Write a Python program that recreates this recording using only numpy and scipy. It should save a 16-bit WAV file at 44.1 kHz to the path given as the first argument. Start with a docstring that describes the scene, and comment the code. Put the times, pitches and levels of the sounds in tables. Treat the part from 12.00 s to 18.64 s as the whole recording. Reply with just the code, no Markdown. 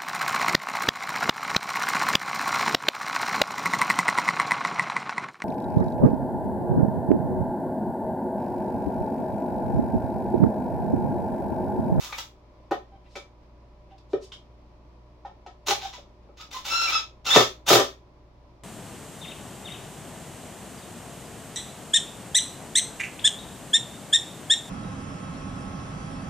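"""Driving a screw in a small workshop

A few metres from a stereo microphone, a woodworker puts down a cordless drill, picks up a screw and
drives it into a board in short bursts. The thread grinds as it tears fibres and squeals as it sticks
and slips; as it pulls tight the bit jumps and hammers board and bench. The cluttered shop gives a
short echo, and a motor hums on behind it all."""
import sys
import numpy as np
from scipy import signal
from scipy.fft import rfft, irfft
from scipy.io import wavfile

SR = 44100
rng = np.random.default_rng(int(sys.argv[2]) if len(sys.argv) > 2 else 0)


def store_pcm(level_fs):
    """Save levels as 16-bit WAV."""
    pcm = np.round(np.clip(level_fs, -1, 1) * 32767).astype(np.int16)
    wavfile.write(sys.argv[1], SR, np.atleast_2d(pcm).T)


N = 292631
TIME = np.arange(N) / SR
TOP_HZ = 15900


def undb(db):
    """Decibels to gain."""
    return 10 ** (np.asarray(db) / 20)


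def unit_energy(x):
    """Scale to an energy of 1."""
    return x / np.sqrt(np.sum(x ** 2))


def unit_rms(x):
    """Scale to an rms of 1."""
    return x / np.std(x)


def through(x, response):
    """Pass a sound through an impulse response."""
    return signal.fftconvolve(x, response)[:len(x)]


def colour(points, size=2048):
    """Causal impulse response with a (Hz, dB) spectrum."""
    hz, db = np.transpose(points)
    bin_hz = np.fft.rfftfreq(size, 1 / SR)
    gains = undb(np.interp(np.log(bin_hz + 1), np.log(hz), db))
    cepstrum = irfft(np.log(gains))
    cepstrum[1:size // 2] *= 2
    cepstrum[size // 2 + 1:] = 0
    return irfft(np.exp(rfft(cepstrum)))


def ring(modes):
    """Impulse response of a struck body: damped sines of alternating sign."""
    t = TIME[:SR // 3]
    return unit_energy(sum((-1) ** k * undb(db - 60 * t / t60) * np.sin(2 * np.pi * hz * t)
                           for k, (hz, db, t60) in enumerate(modes)))


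def wander(rate):
    """A random curve with a spread of 1 and about rate turns a second."""
    steps = rng.standard_normal(N // 8)
    return unit_rms(np.interp(TIME * rate, np.arange(len(steps)), steps))


# Width of the room at the microphone. Each row: frequency in Hz, side against mid in dB.
SIDE_SPECTRUM = [(60, -12), (250, -13), (600, -5), (1200, -1.5), (2500, -0.5), (12000, 2)]

def stereo(mid, side):
    """Left and right at the microphone agree in the bass and part in the treble."""
    side = through(side, colour(SIDE_SPECTRUM))
    return np.array([mid + side, mid - side])


# Room tone, the rush of a fan. Each row: frequency in Hz, relative level in dB.
FAN_SPECTRUM = [(12, -25), (20, -11.5), (60, -8.5), (167, -15.5), (366, -17.5), (433, -20.5), (589, -18.5),
                (922, -26), (1000, -21), (1520, -37), (2390, -36), (2740, -40), (5370, -44), (8390, -61),
                (16000, -65.5)]
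# Hum of motor and fan, in the centre of the image. Each row: frequency in Hz, level in dB.
HUM_LINES = [(29, -68.5), (58, -54.5), (118.4, -64), (172, -76), (307, -70), (361, -69.5), (597, -68),
             (861, -77), (980, -73)]

def background_motor(fan_db=-57, waver_db=1, drift=0.0091):
    """A running motor hums, wavering in pitch and level, over the rush of its fan."""
    shape = unit_energy(colour(FAN_SPECTRUM, size=8192))
    rush = stereo(*(through(noise, shape) for noise in rng.standard_normal((2, N))))
    hum = np.zeros(N)
    for hz, db in HUM_LINES:
        gain = undb(db + waver_db * wander(5.5))
        phase = 2 * np.pi * np.cumsum(hz * (1 + drift * wander(3.7))) / SR
        hum += gain * np.sin(phase)
    return undb(fan_db + .5 * wander(16)) * rush + np.sqrt(2) * hum


def shop_echo(x, low_t60_s=0.24, high_t60_s=0.23, low_db=-3, high_db=1, split_hz=1300, build_s=0.001):
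    """Direct sound plus a dense, short echo from shelves and timber, stronger in the treble."""
    t = TIME[:SR // 2]
    split = signal.butter(3, split_hz, fs=SR, output="sos")
    build = 1 - np.exp(-t / build_s)
    low_decay = unit_energy(undb(-60 * t / low_t60_s) * build)
    high_decay = unit_energy(undb(-60 * t / high_t60_s) * build)
    tails = []
    for noise in rng.standard_normal((2, len(t))):
        low = signal.sosfiltfilt(split, noise)
        tails.append(undb(low_db) * low * low_decay + undb(high_db) * (noise - low) * high_decay)
    return np.array([0.62 * x + 0.61 * through(x, tail) for tail in stereo(*tails)])


# Hands at the bench, faint from here. Each row: peak time and half length in seconds, level in dB,
# frequency in Hz near the top of the band.
HAND_SLIDES = [(1.064, 0.015, -63, 3160), (1.13, 0.04, -63.5, 5360), (1.917, 0.018, -63, 3170),
               (1.984, 0.0047, -57, 4770), (2.123, 0.026, -63, 5760), (2.237, 0.02, -51.5, 5940),
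               (2.335, 0.011, -48, 4850), (6.553, 0.043, -81, 5000)]

def hand_rustles():
    """Short swells of fine friction as hands and parts slide."""
    out = np.zeros(N)
    for peak_s, half_s, db, hz in HAND_SLIDES:
        band = signal.butter(2, [hz / 1.9, hz * 1.09], "band", fs=SR, output="sos")
        friction = unit_rms(signal.sosfilt(band, rng.laplace(size=N)))
        out += undb(db) * friction * np.exp(-((TIME - peak_s) / half_s) ** 2)
    return out


# Crack of hard contacts and tearing fibres. Each row: frequency in Hz, relative level in dB.
CRACK_SPECTRUM = [(100, -13), (500, -8.5), (1100, 6.5), (1700, -2), (2600, 1), (3600, 5.5), (4500, -1),
                  (5600, 0), (7000, -3.5), (8300, -16), (11000, -19), (13000, -15.5), (16000, -16)]
# Bit and screw. Each row: frequency in Hz, relative level in dB, seconds to fade by 60 dB.
STEEL_MODES = [(2560, -7, .04), (3260, -3, .06), (3375, -2, .07), (3540, 0, .10), (3700, -5, .05),
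               (3910, -4, .05), (4960, -7, .025), (5340, -8, .03), (5710, -9, .03), (6760, -8, .025)]

def steel_crack(force, ring_db):
    """A dry crack together with the ring of bit and screw."""
    crack = through(force, unit_energy(colour(CRACK_SPECTRUM)))
    return crack + undb(ring_db) * through(force, ring(STEEL_MODES))


# The board on the bench. Each row: frequency in Hz, relative level in dB, seconds to fade by 60 dB.
BOARD_MODES = [(555.5, -4, 0.17), (669, -3, 0.013), (788.6, 5, 0.094), (816.6, 3.5, 0.016),
               (990.5, 4.5, 0.032), (1185, -3, 0.032), (1264.6, -4, 0.034), (1289, -1, 0.097),
               (1367, 3, 0.013), (1512, -3, 0.02), (1814, -6.5, 0.076), (1865, -13.5, 0.18),
               (2350, -12.5, 0.025)]

def board_ring(force):
    """A force sets the board ringing."""
    return through(force, ring(BOARD_MODES))


def trigger_gain(start_s, length_s, swell_db, attack_s=0.019, brake_db_per_s=364):
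    """Gain of one burst: the drill spins up, the load grows or eases, the brake stops it."""
    t = TIME - start_s
    load_db = swell_db * (np.clip(t / length_s, 0, 1) - .5)
    brake_db = brake_db_per_s * np.clip(t - length_s, 0, 1)
    return np.clip(t / attack_s, 0, 1) ** 2 * undb(load_db - brake_db)


# The thread cutting, a few metres off. Each row: start and length in seconds, then level,
# swell over the burst and treble lift, all in dB.
CUTTING_BURSTS = [(-0.03, .19, -45.5, -3, 5), (0.162, 0.025, -41.5, 7, 2), (3.654, 0.047, -31, 2.5, 4),
                  (3.779, 0.068, -41, 9, -6), (3.915, 0.027, -44, 1.5, -9), (4.36, 0.058, -47.5, 3, -4.5),
                  (4.502, 0.078, -39.5, 0, -0.5), (4.635, 0.27, -33, -5.5, -0.5),
                  (4.849, 0.13, -37, 7.5, -10.5), (5.242, 0.16, -23, 8.5, -2), (5.654, 0.079, -21, 12, 5.5),
                  (5.791, 0.067, -41, -1, -16)]

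def thread_grinding(grain_db=3, judder_db=3, board_db=-11, treble_hz=7000):
    """The thread tears wood fibres: dense snaps of unequal size, coming in fits, that stir the board."""
    snaps = rng.standard_normal(N) * (rng.random(N) < .15)
    snaps *= undb(grain_db * rng.standard_normal(N))
    judder = undb(judder_db * wander(150))
    tearing = unit_rms(steel_crack(snaps, ring_db=-10.5) + undb(board_db) * board_ring(snaps))
    dull = signal.sosfiltfilt(signal.butter(4, treble_hz, fs=SR, output="sos"), tearing)
    treble = tearing - dull
    out = np.zeros(N)
    for start_s, length_s, db, swell_db, lift_db in CUTTING_BURSTS:
        out += undb(db) * trigger_gain(start_s, length_s, swell_db) * (dull + undb(lift_db) * treble)
    return judder * out


# Timbre of a squeal. Each entry: relative level in dB of one harmonic, from the second up.
OVERTONE_DB = [-0.5, -2, 0.5, -9, -26, -29]
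# The screw squealing in the board. Each row: start and length in seconds, pitch in Hz,
# glide as a share of the pitch, level in dB, gain of the overtones in dB.
SCREW_SQUEALS = [(0.01, 0.1, 1012, 0.015, -48, -28), (0.088, 0.03, 1195, -0.11, -41.5, -24),
                 (0.914, 0.055, 787, 0.013, -47.5, -25), (1.91, 0.04, 770, 0, -46, -28),
                 (3.705, 0.034, 791, -0.019, -21.5, -40.5), (3.825, 0.041, 776, -0.0023, -28, -22),
                 (3.927, 0.045, 998, -0.038, -42, -37), (4.39, 0.053, 1261, 0.043, -45.5, -13),
                 (4.54, 0.041, 1040, -0.011, -31.5, -15.5), (4.684, .215, 1369, -.01, -24.5, -5),
                 (4.871, 0.024, 2384, -0.094, -25.5, -32), (4.916, 0.036, 3350, -0.034, -27.5, -34.5),
                 (4.918, 0.061, 1291, 0.0029, -21.5, -7), (5.259, 0.046, 1332, -0.09, -28.5, -3),
                 (5.3, 0.091, 1778, 0, -28.5, -3.5), (5.295, .05, 3600, .11, -18, -36),
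                 (5.344, 0.044, 3580, 0.00026, -17.5, -24.5)]

def screw_squeals(jitter=.02, flutter_db=2.5, arch_per_s2=4.3, fade_share=0.4):
    """The screw sticks and slips in its hole: harmonics of unsteady pitch, each fluttering in level."""
    out = np.zeros(N)
    waver = 1 + jitter * wander(700) + .012 * wander(200)
    flutter = [undb(flutter_db * np.tanh(wander(130))) for _ in range(len(OVERTONE_DB) + 1)]
    for start_s, length_s, pitch_hz, glide, db, overtones_db in SCREW_SQUEALS:
        span = slice(int(start_s * SR), int((start_s + length_s) * SR))
        t = TIME[span] - start_s - length_s / 2  # zero in mid-squeal
        hz = pitch_hz * (1 + glide * t / length_s - arch_per_s2 * t ** 2)
        phase = 2 * np.pi * np.cumsum(hz * waver[span]) / SR
        fundamental = flutter[0][span] * np.sin(phase)
        overtones = sum(undb(harmonic_db) * flutter[k - 1][span] * np.sin(k * phase)
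                        for k, harmonic_db in enumerate(OVERTONE_DB, 2))
        fade = signal.windows.tukey(len(t), fade_share)
        out[span] += undb(db) * (fundamental + undb(overtones_db) * overtones) * fade
    return out


# The workbench. Each row: frequency in Hz, relative level in dB, seconds to fade by 60 dB.
BENCH_MODES = [(120, -23, 0.25), (180.8, -16, 0.039), (267, -11.5, 0.048), (344, -5, 0.048),
               (369.6, -1, 0.07), (386.7, -2.5, 0.089), (433.5, -4, 0.061), (513.6, -10.5, 0.12),
               (572, -11.5, 0.21), (650, -4.5, 0.041)]
# A small part. Each row: multiple of its pitch, relative level in dB, seconds to fade by 60 dB.
PART_MODES = [(.9, -3, .022), (0.999, 2.5, 0.072), (1.11, -7.5, 0.02)]

def blow(start_s, bench_db, board_db, click_db, click_hz, rattle_s, ping_hz, ping_db):
    """A push and a short rattle ring bench and board, click in the steel and ping the part struck."""
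    t = TIME[:SR // 3]
    push = signal.unit_impulse(len(t))
    decay = np.exp(-t / rattle_s)
    rattle = unit_energy(rng.laplace(size=len(t)) * decay * (1 - decay))
    force = push + undb(-3) * rattle
    thud = through(force, ring(BENCH_MODES))
    click = lowpass_click(0.083 * push + rattle, click_hz)
    ping = through(force, ring([(ratio * ping_hz, db, t60) for ratio, db, t60 in PART_MODES]))
    layers = [(bench_db, thud), (board_db, board_ring(force)), (click_db, click), (ping_db, ping)]
    hit = sum(undb(db) * unit_energy(layer) for db, layer in layers)
    hit *= np.sqrt(SR / 80)  # levels count as rms over 1/80 s
    placed = np.pad(hit, (int(start_s * SR), N))[:N]
    low_cut = signal.butter(3, 100, "high", fs=SR, output="sos")  # the blows carry little deep bass
    return signal.sosfilt(low_cut, placed)


def lowpass_click(force, hz):
    """A steel contact, dulled above hz."""
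    return signal.sosfilt(signal.butter(2, hz, fs=SR, output="sos"), steel_crack(force, ring_db=-17.5))


# Handling at the bench. Each row: start in seconds, bench thud, board ring and steel click in dB,
# click low-pass in Hz, rattle decay in seconds, ping pitch in Hz, ping level in dB.
HANDLING_KNOCKS = [(0.125, -69, -43, -32.5, 3080, 0.0036, 2414, -35.5),
                   (0.710, -31, -22.5, -43, 8800, 0.0063, 12100, -61),
                   (0.714, -32, -40, -38.5, 2900, 0.0083, 360, -23),
                   (0.719, -58, -31, -45, 2500, 0.0044, 756, -21.5),
                   (1.154, -35.5, -37, -38.5, 10000, 0.01, 2308, -38),
                   (2.132, -19.5, -36, -44.5, 2800, 0.0019, 380, -20),
                   (2.319, -61, -70, -43.5, 5500, 0.0047, 3210, -42),
                   (3.249, -53, -40.5, -52, 3980, 0.012, 796.5, -31.5),
                   (3.462, -46.5, -43.5, -49.5, 5030, 0.0064, 773, -35.5),
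                   (3.979, -43.5, -51.5, -73, 4000, 0.002, 993, -59),
                   (4.287, -48, -57.5, -74, 4030, .0014, 802, -58)]

def handling_knocks():
    """Drill, screw and board are moved about, each knock with its own ring."""
    return sum(blow(*knock) for knock in HANDLING_KNOCKS)


# The bit jumping, loudest at the microphone. Each row: start in seconds, bench thud in dB, click in dB.
BIT_JUMPS = [(3.682, -26, -21), (3.706, -28.5, -20.5), (5.348, -24.5, -21), (5.359, -7, -14.5),
             (5.396, -16, -29.5), (5.676, -39.5, -26.5), (5.702, -11, -17.5), (5.727, -11.5, -22.5),
             (5.752, -12, -18.5), (5.782, -16.5, -40.5), (5.797, -18, -23.5)]

def bit_jumps():
    """The bit jumps out of the screw head and slams back, hammering the wood and pinging the chuck."""
    return sum(blow(start_s, bench_db=db, board_db=db - 4.5, click_db=click_db, click_hz=10800,
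                    rattle_s=0.0049, ping_hz=1207, ping_db=db - 10.5)
               for start_s, db, click_db in BIT_JUMPS)


def scene():
    """All the work happens at one spot on the bench, heard across the shop."""
    work = handling_knocks() + bit_jumps() + thread_grinding() + screw_squeals() + hand_rustles()
    return shop_echo(work) + background_motor()


def record(dry):
    """The recorder clips at full scale and cuts the top of the treble."""
    high_cut = signal.ellip(10, .2, 80, TOP_HZ, fs=SR, output="sos")
    return signal.sosfilt(high_cut, np.clip(dry, -1, 1))


dry = scene()
out = record(dry)
store_pcm(out)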